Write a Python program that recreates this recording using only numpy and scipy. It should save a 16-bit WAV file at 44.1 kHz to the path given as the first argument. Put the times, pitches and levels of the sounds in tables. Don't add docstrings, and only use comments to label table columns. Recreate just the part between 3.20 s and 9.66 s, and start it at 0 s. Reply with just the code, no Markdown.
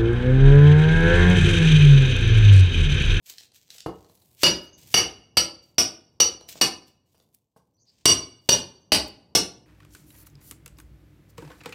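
import sys
import numpy as np
from scipy import signal
from scipy.fft import rfft, irfft, next_fast_len
from scipy.io import wavfile

SR = 44100
rng = np.random.default_rng(int(sys.argv[2]) if len(sys.argv) > 2 else 0)


def makeup_ratio(level_db):
    decades = np.asarray(level_db, float) / 20
    return 10 ** decades


def dump_mix(stems):
    frames = np.atleast_2d(stems).T
    limited = np.clip(frames, -1, 1)
    pcm = np.round(limited * 32767).astype(np.int16)
    wavfile.write(sys.argv[1], SR, pcm)


N = 284886
SCENE_S = np.arange(N) / SR
TAIL = 2 ** 15
TAIL_S = np.arange(TAIL) / SR
HZ = np.maximum(np.fft.rfftfreq(TAIL, 1 / SR), 1)

RING_HZ = [2883, 4650, 4938, 5390, 5783, 8200, 9364, 10540, 11900]


def rms_one(x, size=None):
    return x / np.sqrt(np.mean(x[:size] ** 2) + 1e-20)


def at_hz(points, hz):
    points_hz, values = np.transpose(points)
    return np.interp(np.log(hz), np.log(points_hz), values)


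def coloured(x, spectrum):
    size = next_fast_len(len(x))
    hz = np.maximum(np.fft.rfftfreq(size, 1 / SR), 1)
    return irfft(rfft(x, size) * makeup_ratio(at_hz(spectrum, hz)), size)[:len(x)]


def bandpass(x, order, low_hz, high_hz):
    return signal.sosfilt(signal.butter(order, [low_hz, high_hz], "band", fs=SR, output="sos"), x)


def add(out, s, sound):
    i = round(s * SR)
    fade = np.clip(4 - 5 * np.arange(TAIL) / TAIL, 0, 1)
    out[i:i + TAIL] += (sound * fade)[:N - i]


def room():
    # f/Hz, t60/s
    room_t60 = [(50, 0.25), (130, 0.45), (350, 0.4), (920, 0.32), (2430, 0.24), (6400, 0.26), (13000, 0.15)]
    # f/Hz, level/dB
    next_room = [(100, -15), (1000, -19), (4000, -26.5), (6000, -18.5), (9000, -40.5)]
    next_room_t60_s = 0.6
    echo_db, echo_rise_s = -1.5, 0.0054
    echoes = np.zeros(TAIL)
    white = rfft(rng.standard_normal(TAIL))
    for hz in 32 * 2 ** np.arange(10):
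        octave = np.cos(np.pi / 2 * np.clip(np.log2(HZ / hz), -1, 1)) ** 2
        t60_s = at_hz(room_t60, hz)
        fading = makeup_ratio(-60 * TAIL_S / t60_s)
        fading = fading + makeup_ratio(at_hz(next_room, hz) - 60 * TAIL_S / next_room_t60_s)
        echoes += irfft(white * octave, TAIL) * fading / np.sqrt(t60_s * SR / (2 * np.log(1000)))
    echoes *= makeup_ratio(echo_db) * (1 - np.exp(-TAIL_S / echo_rise_s))
    echoes[0] += 1
    return rfft(echoes)


def contact(length_s):
    rise_s = 0.0022
    envelope = (1 - np.exp(-TAIL_S / rise_s)) * np.exp(-(TAIL_S / max(length_s, 0.001)) ** 2)
    return rfft(rng.standard_normal(TAIL) * envelope)


def burst(spectrum, length_s, walls):
    return rms_one(irfft(contact(length_s) * makeup_ratio(at_hz(spectrum, HZ)) * walls, TAIL), size=2600)


def modes(table, force, extra_db=None):
    waver_per_s, waver = 50, 0.6
    knots_s = np.arange(0, 1, 1 / waver_per_s)
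    out = np.zeros(TAIL)
    for hz, mode_db, t60_s in table:
        wander = waver * rng.standard_normal((2, len(knots_s)))
        swell, slip = [np.interp(TAIL_S, knots_s, v) for v in wander]
        ring = (1 + swell) * np.sin(2 * np.pi * hz * TAIL_S + 2 * slip) * makeup_ratio(-60 * TAIL_S / t60_s)
        ring_db = 0 if extra_db is None else np.interp(hz, RING_HZ, extra_db)
        out += makeup_ratio(mode_db + ring_db) * rms_one(irfft(rfft(ring) * force, TAIL), size=2600)
    return out


def thud(length_s, walls):
    # f/Hz, level/dB
    wall_spectrum = [(25, -39.5), (45, -19.5), (65, 9), (180, 2.5), (400, 8.5), (800, 5.5), (1500, -6),
                     (3000, -32.5), (9000, -74.5)]
    # f/Hz, level re wall/dB, t60/s
    standing_waves = [(58.2, -20, 0.5), (113.6, -20, 0.3), (180, -11, 0.3), (331.6, -17, 0.45),
                      (470, -16, 0.22), (675, -14, 0.1)]
    # f/Hz, gain/dB
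    boom_top = [(900, 0), (2500, -40)]
    lag_s = 0.003
    force = (1 + 0.14 * contact(length_s)) * np.exp(-2j * np.pi * HZ * lag_s)
    body = rms_one(irfft(force * makeup_ratio(at_hz(wall_spectrum, HZ)) * walls, TAIL), size=2600)
    booms = coloured(modes(standing_waves, force), boom_top)
    onset = np.sin(np.pi / 2 * np.minimum(TAIL_S / lag_s, 1)) ** 2
    return (body + booms) * onset


def rumble():
    # f/Hz, level/dB
    rumble_spectrum = [(24, -35), (40, 3.5), (102, 14), (193, 7.5), (1060, -9), (1290, -23), (2000, -29),
                       (2600, -34.5), (4400, -120)]
    # t/s, level/dB
    rumble_level = [(0, -80), (.3, -73.5), (1.148, -67), (1.702, -59), (2.551, -67), (3.35, -61.5),
                    (3.902, -71), (4.1, -70), (4.32, -83), (4.45, -74), (4.8, -70.5), (5.251, -65.5),
                    (6.46, -58)]
    noise = rms_one(coloured(rng.standard_normal(N), rumble_spectrum))
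    return makeup_ratio(np.interp(SCENE_S, *np.transpose(rumble_level))) * noise


def chirps():
    # t/s, length/s, f/Hz, half-width to 1/e/Hz, level/dB
    notes = [(1.465, 0.023, 6250, 150, -58.5), (1.525, 0.043, 6300, 407, -57.5),
             (4.535, 0.042, 5930, 200, -77.5), (4.569, .06, 4600, 396.6, -75.5),
             (4.59, 0.066, 6200, 608, -68.5), (4.66, 0.056, 4800, 703, -63.5), (5.6, .05, 6080, 299, -72.5)]
    echo_db, echo_t60_s = -5, 0.7
    out = np.zeros(N)
    for s, length_s, hz, width_hz, note_db in notes:
        shape = np.exp(-((HZ - hz) / width_hz) ** 2)
        band = rms_one(irfft(rfft(rng.standard_normal(TAIL)) * shape, TAIL))
        progress = np.minimum(TAIL_S / length_s, 1)
        linger = makeup_ratio(echo_db - 60 * TAIL_S / echo_t60_s) * progress
        add(out, s, makeup_ratio(note_db) * band * (np.sin(np.pi * progress) + linger))
    return out


def grit():
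    # t/s, length/s, bright band at start/dB, bright band at end/dB, dull band below bright/dB
    spills = [(0.025, 0.039, -80, -72, 3), (0.063, 0.041, -54, -47, -2), (0.13, 0.11, -70, -65, -6),
              (0.339, 0.022, -67, -56.5, -2.5), (0.41, 0.07, -79, -76, -6.5),
              (0.502, 0.063, -61, -54.5, -2.5), (0.67, 0.26, -73, -76, -2.5),
              (0.892, 0.37, -68.5, -67.5, 6.5), (1.171, .062, -70, -37, -3), (1.36, 0.094, -67, -70, 11),
              (1.581, 0.079, -58, -63.5, -2), (1.674, 0.11, -56.5, -52, 2),
              (2.429, 0.084, -71.5, -75.5, -0.5), (3.292, 0.024, -38.5, -52, 0),
              (3.316, 0.066, -69, -63.5, -10), (3.674, .015, -65, -72, 3),
              (3.861, 0.063, -82.5, -83.5, -1.5), (3.919, 0.11, -81.5, -74, 4),
              (4.06, 0.072, -88.5, -88.5, 5), (4.147, .012, -59.5, -76.5, 12),
              (4.366, .06, -77.5, -90, -2.5), (4.656, 0.39, -93, -81, -15), (5.222, 0.059, -81, -73.5, 1),
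              (5.88, .02, -52, -80, 4)]
    rise_db_s, fall_db_s, dust_db = 2500, 347, -93.5
    clumps_per_s, clump_db = 90, 3
    clicks = (rng.random(N) < 4000 / SR) * rng.standard_normal(N)
    clicks *= makeup_ratio(3.3 * np.minimum(rng.exponential(1, N), 5))
    knots_s = np.arange(0, N / SR, 1 / clumps_per_s)
    clicks *= makeup_ratio(clump_db * np.interp(SCENE_S, knots_s, rng.standard_normal(len(knots_s))))
    clicks = signal.fftconvolve(clicks, irfft(room() + 0.33, TAIL))[:N]
    bright = rms_one(bandpass(clicks, 4, 8000, 15500))
    dull = rms_one(bandpass(clicks, 2, 2300, 8000))
    out = makeup_ratio(dust_db) * (bright + dull)
    for s, length_s, start_db, end_db, dull_below_db in spills:
        end_s = s + length_s
        spill_db = np.interp(SCENE_S, [s, end_s], [start_db, end_db])
        spill_db -= rise_db_s * np.maximum(s - SCENE_S, 0)
        spill_db -= fall_db_s * np.maximum(SCENE_S - s - length_s, 0)
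        out += makeup_ratio(spill_db) * (bright + dull * makeup_ratio(-dull_below_db))
    return out


def knocks():
    # t/s, bright part/dB, dull part/dB
    small_knocks = [(0.0708, -70, -77), (0.1017, -66, -69.5), (0.1364, -62, -77), (0.182, -50, -93),
                    (0.2069, -64, -73), (0.2334, -61.5, -74), (0.3177, -70, -78), (0.4888, -73, -77),
                    (0.5028, -51, -73), (0.549, -78, -70), (0.5816, -53.5, -81), (0.604, -50.5, -80),
                    (0.8444, -70.5, -64), (0.8959, -72.5, -64.5), (0.9742, -75.5, -77),
                    (1.0186, -74, -76.5), (1.1129, -78.5, -85), (3.2094, -62, -57.5),
                    (3.2874, -56.5, -62.5), (3.3538, -64.5, -54.5), (3.6794, -68, -95),
                    (3.9994, -71.5, -73), (4.145, -82, -92)]
    # f/Hz, level/dB
    bright_spectrum = [(710, -35.5), (1200, -9.5), (1610, 3), (2150, 3.5), (4310, 16), (13000, -4),
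                       (16000, -19.5)]
    length_s = 0.0033
    out, walls = np.zeros(N), room()
    for s, bright_db, dull_db in small_knocks:
        dull = makeup_ratio(dull_db) * thud(length_s, walls)
        add(out, s, dull + makeup_ratio(bright_db) * burst(bright_spectrum, length_s, walls))
    return out


def contacts():
    # t/s, crack/dB,
    # then ring/dB near 2.9 kHz, 4.6 kHz, 5.3 kHz, 5.8 kHz and above 8 kHz
    full_blows = [(1.2316, -17.5, -15.5, -16, -31.5, -22, -40.5),
                  (1.7408, -19.5, -18.5, -17, -21, -12, -25.5), (2.169, -25, -25.5, -18, -24.5, -18.5, -34),
                  (2.581, -25.5, -33, -27, -15, -16.5, -31), (3.0003, -27, -26.5, -21.5, -25.5, -14, -31),
                  (3.4115, -24.5, -26, -22, -22, -18, -29), (4.8548, -16.5, -20, -11.5, -17, -9, -20.5),
                  (5.2891, -20.5, -24, -18, -30, -10.5, -26.5), (5.719, -20, -23, -18, -29, -24, -24.5),
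                  (6.1501, -22.5, -37.5, -37.5, -14.5, -21.5, -29.5)]
    # t/s, crack/dB, thud/dB, ring at 5 kHz/dB, ring tilt/(dB per octave)
    light_taps = [(0.6593, -55, -33, -71.5, -16.5), (3.9436, -89, -70.5, -83, -3),
                  (4.3604, -101, -61.5, -87, 7)]
    ring_family = [0, 1, 0, 2, 3, 4, 4, 4, 4]
    ring_balance_db = [-0.5, -1.5, -5.5, -2, -4, -0.1, -2.3, -6.5, -8.5]
    ring_scatter_db = [1, 1, 2, 1, 1, 3, 3, 3, 3]
    thud_under_crack_db, blow_rattle_s, tap_rattle_s = 3.5, 0.011, 0.015
    rows = []
    for s, crack_db, *family_db in full_blows:
        ring_db = np.take(family_db, ring_family) + ring_balance_db
        ring_db = ring_db + ring_scatter_db * rng.standard_normal(len(RING_HZ))
        rows.append((s, crack_db, crack_db - thud_under_crack_db, ring_db, blow_rattle_s))
    for s, crack_db, thud_db, ring_db, tilt_db in light_taps:
        tilted_db = ring_db + tilt_db * np.log2(np.divide(RING_HZ, 5000))
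        rows.append((s, crack_db, thud_db, tilted_db, tap_rattle_s))
    return rows


def steel(ring_db, rattle_s, walls):
    # f/Hz, level re ring/dB, t60/s
    steel_modes = [(2349, -22, .1), (2755, -12, .05), (2883, 0, .065), (2886, -31, .65), (2925, -6, .07),
                   (3010, -12, .04), (3529, -20, .08), (4593, 0, .07), (4605, -27, .55), (4650, -10, .07),
                   (4717, -7, .06), (4938, 0, .1), (5263, -3, .04), (5390, -7, .03), (5502, -8, .05),
                   (5783, 0, .12), (5790, -28, .45), (7490, -16, .04), (8080, -8, .04), (8210, -5, .04),
                   (9364, -3, .06), (10540, -5, .04), (11830, -7, .03), (12100, -9, .025)]
    return modes(steel_modes, contact(rattle_s) * walls, ring_db)


def blows():
    # f/Hz, level/dB
    crack_spectrum = [(900, 1), (2000, 1.5), (4000, 6), (5500, 2.5), (7000, -3), (11000, -5), (14500, -8.5),
                      (16500, -27.5)]
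    out = np.zeros(N)
    for s, crack_db, thud_db, ring_db, rattle_s in contacts():
        walls = room()
        add(out, s, makeup_ratio(crack_db) * burst(crack_spectrum, rattle_s, walls))
        add(out, s, steel(ring_db, rattle_s, walls))
        add(out, s, makeup_ratio(thud_db) * thud(0.37 * rattle_s, walls))
    return out


def scene():
    # f/Hz, side re mid/dB
    side_spectrum = [(100, -33.5), (300, -45.5), (700, -45.5), (1400, -37), (2800, -46), (5600, -33.5),
                     (10000, -14.5), (14000, -6)]
    mid = rumble() + chirps() + grit() + knocks() + blows()
    scatter = rng.standard_normal(3000) * np.exp(-np.arange(3000) / 500)
    scatter /= np.linalg.norm(scatter)
    side = coloured(signal.fftconvolve(mid, scatter)[:N], side_spectrum)
    return np.array([mid + side, mid - side])


def low_pass(x):
    return signal.sosfilt(signal.butter(12, 17140, fs=SR, output="sos"), x)


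def record(dry):
    bass_cut_hz, top_hz = 61, 16600
    limit_db, release_db_s, attack_s = -4.5, 302, 0.00017
    dry = signal.sosfilt(signal.butter(2, bass_cut_hz, "high", fs=SR, output="sos"), dry)
    dry = signal.sosfilt(signal.cheby2(10, 40, top_hz, fs=SR, output="sos"), dry)
    over_db = np.maximum(20 * np.log10(np.abs(dry).max(axis=0) + 1e-9) - limit_db, 0)
    ramp_db = release_db_s * SCENE_S
    held_db = np.maximum.accumulate(over_db + ramp_db) - ramp_db
    r = np.exp(-1 / (attack_s * SR))
    limited = dry * makeup_ratio(-signal.lfilter([1 - r], [1, -r], held_db))
    return low_pass(0.98 * np.tanh(limited / 0.94))


dry = scene()
out = record(dry)
dump_mix(out)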